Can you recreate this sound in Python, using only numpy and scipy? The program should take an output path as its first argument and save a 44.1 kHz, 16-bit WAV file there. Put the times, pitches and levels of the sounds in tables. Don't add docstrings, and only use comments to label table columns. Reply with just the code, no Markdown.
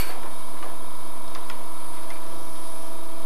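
import sys
import numpy as np
from scipy import signal
from scipy.fft import rfft, irfft, next_fast_len
from scipy.io import wavfile
from scipy.ndimage import uniform_filter1d, map_coordinates

SR = 44100
rng = np.random.default_rng(int(sys.argv[2]) if len(sys.argv) > 2 else 0)


def magnitude_from_level(level_db):
    exponent = np.asarray(level_db, float) / 20
    return 10 ** exponent


def generate_wav(signal):
    frames = np.transpose(np.atleast_2d(signal))
    scaled = np.clip(frames, -1, 1) * 32767
    pcm = np.round(scaled).astype(np.int16)
    wavfile.write(sys.argv[1], SR, pcm)


N = 143325

# t/s, turn (0 facing to 1 turned), whine level/dB
HEAD_TURN = [(0, 0.3, -7), (.15, .02, -1), (.39, 0.01, 0.5), (.89, 0.1, -1), (1.04, 0, 0), (1.34, 0.27, -1),
             (1.5, 0, -1.5), (1.7, 0, -0.5), (1.89, 0, 3.5), (2.06, .4, 1.5), (2.15, 0.3, 1.5),
             (2.2, 0.68, -1), (2.45, 0.5, 1.5), (2.76, 0.7, 4.5), (2.9, 1, 0), (3.25, 1, -1)]
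SHAFT_ORDERS = [9, 11, 13, 20, 21, 23, 25, 33, 34, 35, 36, 37, 38, 42.28, 42.94, 44.21, 45.19, 47, 48,
                60.25, 81.02]
# level facing/dB, level turned/dB
SHAFT_LEVELS = [(-55, -57), (-61, -56), (-61, -55), (-61, -62), (-66, -67), (-58, -62), (-55, -55),
                (-72, -65), (-49, -54), (-58, -56), (-51, -51), (-55, -56), (-50, -54), (-54, -54),
                (-67, -59), (-66, -62), (-62, -64), (-67, -65), (-55, -57), (-67, -66), (-61, -63)]
FIELD_ORDERS = [6, 12]
# level facing/dB, level turned/dB
FIELD_LEVELS = [(-52.5, -50), (-56, -46.5)]
SIDE_ORDERS = np.arange(-29, 30, 2)
# level facing/dB, level turned/dB
SIDE_LEVELS = [(-71, -66), (-75, -76), (-79, -81), (-65, -75), (-72, -70), (-74, -74), (-71, -76),
               (-76, -73), (-75, -69), (-77, -68), (-80, -76), (-79, -78), (-64, -70), (-56, -63),
               (-53, -62), (-59, -52), (-57, -57), (-70, -69), (-75, -65), (-69, -70), (-69, -63),
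               (-82, -72), (-74, -78), (-76, -74), (-75, -71), (-76, -70), (-66, -75), (-74, -72),
               (-79, -76), (-71, -74)]
SLIP_ORDERS = [-6.5, -5.5, -3.5, -2.5, -1.5, -.5, .5, 2.5, 3.5, 5.5, 6.5, 7.5, 35]
# level facing/dB, level turned/dB
SLIP_LEVELS = [(-79, -74), (-64, -78), (-76, -70), (-84, -70), (-78, -72), (-73, -63), (-70, -75),
               (-81, -68), (-64, -64), (-71, -66), (-74, -70), (-67, -73), (-70, -77)]
# f/Hz, width/Hz, level/dB, time to fall 60 dB/s
TOOL_MODES = [(1570, 11, -46, 0.79), (2270, 180, -43, 0.8), (2392, 21, -36.5, 0.42), (2850, 20, -41, 0.21),
              (4440, 160, -40.5, 0.53), (7660, 69, -47, 0.16), (9470, 65, -54, 0.18),
              (11500, 500, -31, 0.064), (12470, 150, -47, 0.081), (13100, 470, -36, 0.18),
              (14100, 150, -43, .12)]
# f/Hz, level/dB
CLANG_COLOUR = [(300, -12), (1000, 1), (2400, -2.5), (5000, -10.5), (7000, -15), (9000, -5), (13000, -11.5),
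                (15500, -13)]
# t/s, peak level/dB, centre f/Hz, time to fall 60 dB/s
KNOCKS = [(.09, -32, 606, 0.89), (.1, -36.5, 1700, 0.39), (1.279, -42, 4160, 0.034),
          (0.231, -33.5, 1230, 0.08), (.24, -33.5, 500, 0.17), (.254, -29.5, 925, 0.062),
          (0.5693, -38, 1290, 0.11), (0.626, -35, 1140, 0.13), (.627, -44, 2300, 0.17),
          (.64, -30, 593, 0.43), (.648, -45, 2200, 0.043), (1.353, -44, 3700, 0.13),
          (1.354, -34, 1500, 0.036), (1.357, -27, 980, 0.036), (1.504, -39, 2240, 0.06),
          (1.502, -29, 1000, 0.037), (1.512, -39.5, 2270, 0.12), (1.965, -44, 1990, 0.17),
          (2.108, -47, 2480, 0.071), (2.109, -34.5, 1120, .08), (2.112, -33, 780, 0.1),
          (2.157, -41, 2080, 0.07), (2.161, -45, 1200, .06), (2.2262, -37, 1270, 0.065)]
# f/Hz, share of the knock's fall time (no unit)
BED_MODES = [(470, 0.53), (740, 1.2), (1050, 1.9), (1350, 0.53), (1700, 0.47), (1900, 0.22), (2060, 0.93),
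             (2350, 1.2), (3130, 0.19), (3750, 0.34), (4250, 1.5), (4900, 0.7), (5120, 1.7), (6500, 0.47)]
# t/s, peak
# level/dB, f/Hz, time to fall 60 dB/s
PINGS = [(.012, -36, 8650, .06), (.107, -39, 4050, .012), (.122, -41, 3750, .03), (.627, -31, 1165, .05),
         (.633, -31, 1165, .04), (.627, -44, 2950, .06), (.657, -44, 1690, .15), (.684, -46, 1690, .15),
         (1.3494, -33, 4850, .022), (1.351, -38, 3600, .04), (1.351, -35, 2050, .03),
         (1.4995, -33, 5150, .022), (1.4992, -41, 6480, .02), (1.4988, -33, 3250, .014),
         (1.4988, -34, 4300, .013), (1.499, -33, 2550, .016), (1.4995, -30, 1950, .025),
         (1.5, -31, 1400, .04), (2.1035, -33, 2070, .05), (2.1125, -32, 2120, .025),
         (2.104, -43, 5150, .025), (2.104, -43, 3550, .03), (2.104, -46, 4300, .02),
         (2.124, -43, 2350, .12)]
# t/s, peak level/dB, centre f/Hz, time to fall 60 dB/s
CRACKS = [
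    (.0127, -17, 6000, .001),
    (.112, -40, 11500, .012),
    (.121, -39, 11500, .014),
    (.231, -42, 2200, .04),
    (.626, -40, 2000, .05),
    (1.3495, -35, 3000, .018),
    (1.4988, -30, 3200, .012),
    (2.103, -40, 3300, .018),
]
# t/s, length/s, level/dB
SCRAPES = [
    (.05, .095, -46),
    (.36, .1, -58),
    (1.6, .3, -63),
    (2.3, .28, -57),
    (2.7, .28, -57),
]
# f/Hz, level/dB
SWARF_COLOUR = [(1500, -20), (4000, -10), (7000, -24), (8800, -3), (11700, 0), (14000, -4), (15500, -10)]
# f/Hz, level per Hz/dB
BODY_NOISE = [(20, -69.5), (90, -78), (200, -82), (290, -76.5), (520, -76), (1050, -80.5), (1300, -83.5),
              (1600, -96.5)]
# f/Hz, level per Hz/dB
FAN_HISS = [(1200, -82.5), (2750, -91), (4900, -87.5), (5600, -95), (7000, -99), (8700, -89), (12000, -92),
            (15500, -97)]
# f/Hz, width/Hz, level/dB
CASING = [(649, 145, -57.5), (902, 190, -58.5), (2408, 120, -65.5), (3243, 180, -61.5), (3716, 117, -60),
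          (5070, 82, -70)]

SHAFT_HZ, FIELD_HZ, CARRIER_HZ, MAINS_HZ = 27.515, 55.07, 10000, 119.9


def unit(x):
    return x / np.sqrt(np.mean(x ** 2) + 1e-20)


def along(points, hz):
    f, db = np.transpose(points)
    return np.interp(np.log(hz + 1), np.log(f + 1), db, left=-120, right=-120)


def wobble(rate):
    steps = np.arange(0, N + 64, 64)
    curve = map_coordinates(rng.standard_normal(400), [steps * min(rate, 100) / SR])
    return np.interp(np.arange(N), steps, curve)


def filtered(x, response):
    m = next_fast_len(len(x) + 8192)
    return irfft(rfft(x, m) * response(np.fft.rfftfreq(m, 1 / SR)), m)[:len(x)]


def peak(f, hz, width_hz):
    return 1j * f * width_hz / (hz * hz - f * f + 1j * f * width_hz)


def resonant_noise(length, hz, width_hz, power):
    return unit(filtered(rng.standard_normal(length), lambda f: peak(f, hz, width_hz) ** power))


def coloured(noise, points):
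    return filtered(noise, lambda f: magnitude_from_level(along(points, f)))


def patchy(depth_db):
    z = signal.stft(rng.standard_normal(N + 512), nperseg=512)[2]
    patches = uniform_filter1d(rng.standard_normal(z.shape), size=6, axis=0)
    patches = uniform_filter1d(patches, size=12, axis=1)
    return unit(signal.istft(z * magnitude_from_level(depth_db * unit(patches)), nperseg=512)[1][:N])


def head():
    t = np.arange(N) / SR
    s, turn, whine_db = np.transpose(HEAD_TURN)
    return np.interp(t, s, turn), np.interp(t, s, whine_db)


def tones(hzs, levels, drift_db, blur, stagger=.2):
    t, turn = np.arange(N) / SR, head()[0]
    starts = np.pi * np.arange(len(hzs)) ** 2 * stagger
    out = np.zeros(N)
    for hz, start, (facing_db, turned_db) in zip(hzs, starts, levels):
        gain = magnitude_from_level(facing_db + (turned_db - facing_db) * turn + drift_db * wobble(5))
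        out += np.sqrt(2) * gain * np.sin(2 * np.pi * hz * t + start + blur * wobble(1.5))
    return out


def motor():
    shaft = tones(SHAFT_HZ * np.array(SHAFT_ORDERS), SHAFT_LEVELS, drift_db=1.1, blur=.3, stagger=.07)
    field = tones(FIELD_HZ * np.array(FIELD_ORDERS), FIELD_LEVELS, drift_db=.7, blur=.2)
    mains = tones([MAINS_HZ], [(-60, -60)], drift_db=-1.5, blur=.9)
    return shaft + field + mains


def whine():
    hzs = CARRIER_HZ + FIELD_HZ * np.r_[SIDE_ORDERS, SLIP_ORDERS]
    levels = list(SIDE_LEVELS) + list(SLIP_LEVELS)
    return magnitude_from_level(head()[1]) * tones(hzs, levels, drift_db=1.5, blur=.3, stagger=.15)


def supply():
    t = np.arange(N) / SR
    bursts_hz, burst_start, burst_share = 47.955, .37, .38
    is_on = (bursts_hz * t - burst_start) % 1 < burst_share
    gate = uniform_filter1d(1. * is_on, size=50)
    phase = 2 * np.pi * 6448 * t + .6 * (.5 * wobble(60) + 2 * wobble(11))
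    chirp = magnitude_from_level(-63) * np.sin(phase) + magnitude_from_level(-54) * np.sin(2 * phase)
    return np.sqrt(2) * gate * magnitude_from_level(wobble(50)) * chirp


def tool():
    t = np.arange(SR) / SR
    ring = np.zeros(SR)
    for hz, width_hz, db, t60 in TOOL_MODES:
        ring += magnitude_from_level(db - 60 * t / t60) * resonant_noise(SR, hz, width_hz, 1)
    clang = magnitude_from_level(-34 - 60 * t / .53) * unit(coloured(rng.standard_normal(SR), CLANG_COLOUR))
    sing_gain = np.sqrt(2) * magnitude_from_level(-40 - 60 * t / .5 + 5.5 * wobble(100)[:SR])
    sing = sing_gain * np.sin(2 * np.pi * 4495 * t + 1.2 * wobble(100)[:SR])
    touch_s = .12
    damping = magnitude_from_level(-60 * np.maximum(t - touch_s, 0) / .3)
    return np.pad((ring + sing) * damping + clang, (0, N - SR))


def knocks():
    out, t = np.zeros(N + SR), np.arange(SR // 4) / SR
    for s, db, hz, t60 in KNOCKS:
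        puff = resonant_noise(len(t), hz, 1.1 * hz, 2)
        ring = np.zeros(len(t))
        for mode_hz, share in BED_MODES:
            nearness = abs(peak(mode_hz, hz, .35 * hz)) ** 2
            decay = magnitude_from_level(rng.normal(0, 2) - 60 * t / (t60 * share))
            ring += nearness * decay * np.sin(2 * np.pi * (mode_hz * t + rng.random()))
        puff_and_tail = puff * (magnitude_from_level(-11.5 - 60 * t / t60) + magnitude_from_level(-17.5 - 60 * t / .57))
        onset = 1 - np.exp(-t * hz / .66)
        out[round(s * SR):][:len(t)] += magnitude_from_level(db) * (.5 * ring + puff_and_tail) * onset
    return out[:N]


def ticks():
    out, t = np.zeros(N + SR), np.arange(SR // 4) / SR
    for s, db, hz, t60 in PINGS:
        onset = 1 - np.exp(-t * hz / .7)
        out[round(s * SR):][:len(t)] += magnitude_from_level(db - 60 * t / t60) * np.sin(2 * np.pi * hz * t) * onset
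    for s, db, hz, t60 in CRACKS:
        burst = resonant_noise(len(t), hz, 1.3 * hz, 2)
        out[round(s * SR):][:len(t)] += magnitude_from_level(db - 60 * t / t60) * burst
    return out[:N]


def swarf():
    t = np.arange(N) / SR
    sizes = magnitude_from_level(1.5 * rng.exponential(size=N))
    grains = unit(coloured(rng.standard_normal(N) * sizes, SWARF_COLOUR))
    stroke = np.zeros(N)
    for s, length, db in SCRAPES:
        stroke += magnitude_from_level(db) * np.clip(np.minimum((t - s) / .025, (s + length - t) / .05), 0, 1)
    rub_start, rub_end = 2.2, 2.98
    rub_fade = np.clip(np.minimum(t - rub_start, rub_end - t) / .1, 0, 1)
    rub = resonant_noise(N, 5230, 2000, 2) * rub_fade
    return grains * stroke * magnitude_from_level(.85 * wobble(79)) + magnitude_from_level(-58) * rub


def rumble():
    throb = np.cos(2 * np.pi * SHAFT_HZ * np.arange(N) / SR + .43 * wobble(2.6))
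    body = magnitude_from_level(1.3 * throb + .56 * wobble(13.27)) * coloured(patchy(depth_db=1.5), BODY_NOISE)
    hiss = magnitude_from_level(.51 * wobble(5.38) + .6 * wobble(40.7)) * coloured(patchy(depth_db=.42), FAN_HISS)
    out = np.sqrt(SR / 2) * (body + hiss)
    for hz, width_hz, db in CASING:
        out += magnitude_from_level(db + .58 * throb + 1.5 * wobble(34.2)) * resonant_noise(N, hz, width_hz, 2)
    return out


def scene():
    machine = motor() + whine() + supply() + rumble()
    handling = tool() + knocks() + ticks() + swarf()
    return (machine + handling)[None]


def roll_off(x):
    return signal.sosfilt(signal.butter(12, 15630, fs=SR, output="sos"), x)


def record(dry):
    heard = filtered(dry[0], lambda f: f < 15300)
    offset = .2274 + .0006 * wobble(8.6)
    line = magnitude_from_level(-85) * np.sin(2 * np.pi * 15600 * np.arange(N) / SR)
    return roll_off((heard + offset + line)[None])


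dry = scene()
out = record(dry)
generate_wav(out)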